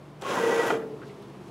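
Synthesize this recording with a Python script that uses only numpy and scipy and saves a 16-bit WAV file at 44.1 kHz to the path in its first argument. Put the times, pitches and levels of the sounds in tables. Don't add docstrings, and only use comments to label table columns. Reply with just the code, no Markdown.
import sys
import numpy as np
from scipy import signal
from scipy.fft import rfft, irfft
from scipy.io import wavfile

SR = 44100
rng = np.random.default_rng(int(sys.argv[2]) if len(sys.argv) > 2 else 0)


def dump_mix(stems):
    frames = np.atleast_2d(stems).T
    limited = np.clip(frames, -1, 1)
    pcm = np.round(limited * 32767).astype(np.int16)
    wavfile.write(sys.argv[1], SR, pcm)


N = 66150

START_S, RAMP_UP_S, BRAKE_S, RAMP_DOWN_S = 0.19, 0.13, 0.6837, 0.12
SHAFT_HZ, MESH_ORDER = 57.74, 8

# f/Hz, density/dB
FAN_SPECTRUM = [(15, -79), (25, -43), (37, -30), (55, -27), (75, -30), (93, -18), (129, -7.5), (144, 4),
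                (160, -15.5), (173, -11), (198, -3.5), (260, -7.5), (340, -3), (537, -11.5), (582, -14.5),
                (666, -10.5), (722, -15), (848, -15), (1050, -14.5), (1140, -16), (1490, -23),
                (2770, -28.5), (7100, -40), (10900, -43.5), (15500, -54)]
# f/Hz, level/dB
HUM_TONES = [(70, -67), (120, -60), (147, -56), (191, -58)]
# f/Hz, side gain/dB
SIDE_SPECTRUM = [(60, -32), (200, -44), (500, -27), (1300, -24.5), (2300, -15), (4500, -15), (9000, -20.5),
                 (13000, -28)]
# t/s, level/dB
SLACK_TICKS = [(0.214, -45), (.218, -43), (0.2217, -38.5)]
# f/Hz, density/dB
TICK_SPECTRUM = [(300, -20), (1500, -4), (3200, 0), (5500, -2.5), (8500, -4), (12000, -15), (15000, -26)]
# t/s, level/dB, half-width/s, centre/Hz, Q
RATTLES = [(0.821, -50.5, 0.013, 1390, 1.7), (1.029, -46.5, 0.012, 1500, 2.1), (1.078, -64.5, .04, 4000, 1),
           (1.082, -69, 0.0055, 9500, 0.98), (1.104, -57, 0.014, 2080, 1.6),
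           (1.226, -69.5, 0.0063, 9000, .9), (1.232, -61.5, 0.017, 3300, 1.5),
           (1.355, -71, 0.019, 2480, 2.8), (1.49, -66.5, 0.053, 4300, 0.61)]
# f/Hz, density/dB
BOOM_SPECTRUM = [(70, -45), (130, -5.5), (290, 6), (450, 5), (800, -7.5), (1600, -39), (5000, -44)]
# t/s, level/dB
STOP_BLOWS = [(0.7037, -28), (0.7088, -31), (0.717, -50), (0.74, -45.5)]
# f/Hz, relative level/dB, t60/s
FRAME_MODES = [(199.7, -29, 0.49), (299.2, -7, 0.31), (406.2, -6, 0.2), (450, -5, 0.29), (607, -8, 0.3),
               (699.4, 3.5, 0.079), (879, -1.5, 0.075), (1044, -5, 0.041), (1197, -1.5, 0.026),
               (1430, -1, 0.04), (1610, -4.5, 0.023), (1957, -3.5, 0.055), (2306, -21, 0.069),
               (3130, -9.5, 0.034)]
# t/s, level/dB, half-width/s, f/Hz
SQUEAKS = [(0.266, -36, 0.017, 1092), (0.315, -37, 0.035, 1077), (0.381, -34.5, .018, 1028)]
# t/s, level/dB
SQUEAL_ENVELOPE = [(.355, -52), (.386, -37.5), (.414, -59), (.438, -33.5), (.455, -48), (.466, -33),
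                   (.492, -53), (.51, -37), (.538, -34), (.562, -56), (.595, -32.5), (.62, -34),
                   (.648, -46.5), (.688, -36), (.7, -40)]
# f/Hz, density/dB
RASP_SPECTRUM = [(250, -37), (700, 3), (1100, -2), (1900, -3.5), (3200, -2.5), (4500, -15.5),
                 (6500, -12), (14000, -38)]
# f/Hz, density/dB
SCRAPE_SPECTRUM = [(60, -56), (110, -14), (190, -6), (300, 0.5), (480, 5.5), (720, -3), (1050, -3),
                   (1300, -4.5), (1580, -4.5), (1750, -8.5), (2150, -12.5), (2500, -11), (2800, -15),
                   (3200, -12.5), (4200, -23.5), (5200, -22.5), (5700, -21.5), (6800, -21), (7800, -27),
                   (9200, -30), (10500, -26), (12200, -35), (16000, -38)]
# order, relative level/dB
SHAFT_HARMONICS = [(10, -18.5), (12, -28), (13, -25.5), (15, -42), (16, -16), (18, -25), (22, -27),
                   (25, -24.5), (27, -22)]
# t/s, level/dB
WHINE_ENVELOPE = [(.35, -49), (.395, -34.5), (.425, -28), (.445, -26), (.453, -33), (.464, -25.5),
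                  (.5, -26.5), (.517, -45), (.532, -25), (.572, -30), (.582, -28.5), (.594, -20),
                  (.606, -23.5), (.618, -45), (.69, -33.5)]


def undb(db):
    return 10 ** (np.asarray(db) / 20)


def unit_rms(x):
    return x / np.sqrt(np.mean(x ** 2))


def time_s():
    return np.arange(N) / SR


def noise():
    return rng.standard_normal(N)


def drift(rate_hz):
    hz = np.arange(N + 1) * SR / (2 * N)
    spectrum = rfft(rng.standard_normal(2 * N)) * np.exp(-(hz / rate_hz) ** 2)
    return unit_rms(irfft(spectrum)[:N])


def colour(x, points):
    hz, db = np.array(points).T
    bins_hz = np.arange(N // 2 + 1) * SR / N + 1
    return irfft(rfft(x) * undb(np.interp(np.log(bins_hz), np.log(hz), db)), N)


def shaped_noise(points):
    return unit_rms(colour(noise(), points))


def butter(x, order, hz, kind):
    return signal.sosfilt(signal.butter(order, hz, kind, fs=SR, output="sos"), x)


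def hiss(hz, q):
    b, a = signal.iirpeak(hz, max(q, hz / (SR / 3)), fs=SR)
    return unit_rms(signal.lfilter(b, a, signal.lfilter(b, a, noise())))


def tone(hz):
    cycles = np.cumsum(np.broadcast_to(hz, N)) / SR
    return np.sqrt(2) * np.sin(2 * np.pi * (cycles + rng.random()))


def envelope(points, fade_s):
    at_s, db = np.array(points).T
    t = time_s()
    outside_s = abs(t - np.clip(t, at_s[0], at_s[-1]))
    return undb(np.interp(t, at_s, db)) * np.exp(-outside_s / fade_s)


def decay(start_s, t60_s):
    age_s = time_s() - start_s
    return (age_s >= 0) * np.exp(-np.log(1000) * abs(age_s) / t60_s)


def swell(peak_s, half_width_s):
    return np.exp(-((time_s() - peak_s) / half_width_s) ** 2)


def table_speed():
    t = time_s()
    return np.clip(np.minimum((t - START_S) / RAMP_UP_S, 1 - (t - BRAKE_S) / RAMP_DOWN_S), 0, 1)


def idle_machine(fan_db=-49, rise_db=2.5):
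    rise = np.clip(time_s() / BRAKE_S - 0.5, 0, 1)
    fan = shaped_noise(FAN_SPECTRUM) * undb(fan_db + rise_db * rise + 0.2 * drift(23))
    hum = sum(tone(hz * (1 + 0.0079 * drift(8.1))) * undb(db + 2 * drift(5.9)) for hz, db in HUM_TONES)
    return fan + hum


def workshop(x, low_t60_s=0.48, high_t60_s=0.33, split_hz=1100):
    low = butter(noise(), 2, split_hz, "low") * decay(0, low_t60_s)
    high = butter(noise(), 2, split_hz, "high") * decay(0, high_t60_s)
    response = unit_rms(low + high) / np.sqrt(N)
    return signal.fftconvolve(x, response)[:N]


def small_parts(jolt_hz=520, jolt_db=-36.5):
    out = sum(shaped_noise(TICK_SPECTRUM) * undb(db) * decay(at_s, t60_s=0.012)
              for at_s, db in SLACK_TICKS)
    out += hiss(jolt_hz, q=0.5) * undb(jolt_db) * decay(SLACK_TICKS[-1][0], t60_s=0.14)
    for at_s, db, half_width_s, hz, q in RATTLES:
        out += hiss(hz, q) * undb(db + drift(200)) * swell(at_s, half_width_s)
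    return out


def ring_out(ring_hz=459, sag_hz_per_s=98, ring_db=-37, fade_s=0.64, boom_db=-32):
    stop_s = STOP_BLOWS[0][0]
    age_s = time_s() - stop_s
    ring = tone(ring_hz - sag_hz_per_s * age_s + 7 * drift(30)) * (1 + 0.62 * drift(50))
    ring *= undb(ring_db) * decay(stop_s, t60_s=1.94) * np.exp(-(age_s / fade_s) ** 4)
    boom = shaped_noise(BOOM_SPECTRUM) * undb(boom_db) * decay(stop_s, t60_s=0.97)
    return butter(ring + boom, 3, 110, "high")


def thump(crack_hz=1150, crack_gain_db=1, contact_s=0.00027, detune=0.008):
    out = 0
    for at_s, blow_db in STOP_BLOWS:
        modes = sum(undb(db) * decay(at_s, t60_s) * tone(hz * (1 + detune * rng.standard_normal()))
                    for hz, db, t60_s in FRAME_MODES)
        crack = undb(crack_gain_db) * hiss(crack_hz, q=1.0) * decay(at_s, t60_s=0.046)
        attack = 1 - np.exp(-abs(time_s() - at_s) / contact_s)
        out += undb(blow_db) * attack * (modes + crack)
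    return butter(out, 3, 170, "high")


def drive_strain(jitter=0.017, brake_hz=8000, brake_db=-47):
    squeaks = 0
    for at_s, db, half_width_s, hz in SQUEAKS:
        squeak = tone(hz * (1 + jitter * drift(88))) * (1 + 0.5 * drift(120))
        squeaks += squeak * undb(db) * swell(at_s, half_width_s)
    brake = hiss(brake_hz, q=0.58) * undb(brake_db) * swell(peak_s=0.674, half_width_s=0.014)
    return squeaks + brake


def bearing(squeal_hz=1940, trim_db=-0.5, jitter=0.0046, roughness=0.08):
    gain = undb(trim_db) * envelope(SQUEAL_ENVELOPE, fade_s=0.0089) * (1 + roughness * drift(88))
    return gain * tone(squeal_hz * (1 + jitter * drift(53)))


def slide_rasp(speed, rasp_db=-39):
    load = swell(peak_s=0.286, half_width_s=0.062)
    return shaped_noise(RASP_SPECTRUM) * speed * load * undb(rasp_db + 3.1 * drift(200))


def slide_scrape(speed, scrape_db=-30, catches_per_s=3000, spread_db=0.5, speed_exponent=1.34):
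    catches = (rng.random(N) < catches_per_s / SR) * np.sign(noise())
    catches *= undb(spread_db * np.minimum(rng.exponential(size=N), 3))
    force = unit_rms(catches) + 0.74 * noise()
    force *= 1 + 0.067 * tone(SHAFT_HZ * (1 + 0.01 * drift(51)))
    return unit_rms(colour(force, SCRAPE_SPECTRUM)) * undb(scrape_db) * speed ** speed_exponent


def motor(speed, wobble=0.0058, roughness=0.16, beat_hz=29, beat_db=-10, harmonics_db=-24, flutter=0.24):
    shaft_hz = SHAFT_HZ * (1 + wobble * drift(24.4))
    mesh_hz = MESH_ORDER * shaft_hz
    whine = tone(mesh_hz) + undb(beat_db) * tone(mesh_hz + beat_hz + 5 * drift(43))
    whine *= envelope(WHINE_ENVELOPE, fade_s=0.054) * (1 + roughness * drift(130))
    harmonics = sum(undb(db) * (1 + flutter * drift(25)) * tone(order * shaft_hz)
                    for order, db in SHAFT_HARMONICS)
    return whine + harmonics * undb(harmonics_db) * speed * swell(peak_s=0.53, half_width_s=0.27)


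def scene(wet_db=-8.5, left_db=1.17, right_db=1.0):
    speed = table_speed()
    contacts = slide_scrape(speed) + slide_rasp(speed) + drive_strain() + thump() + small_parts()
    tones = motor(speed) + bearing()
    mid = contacts + tones + undb(wet_db) * workshop(contacts) + ring_out() + idle_machine()
    side = colour(workshop(mid), SIDE_SPECTRUM)
    return np.array([(mid + side) * undb(left_db), (mid - side) * undb(right_db)])


def record(dry):
    return signal.sosfilt(signal.ellip(10, 0.1, 80, 15700, fs=SR, output="sos"), dry)


dry = scene()
out = record(dry)
dump_mix(out)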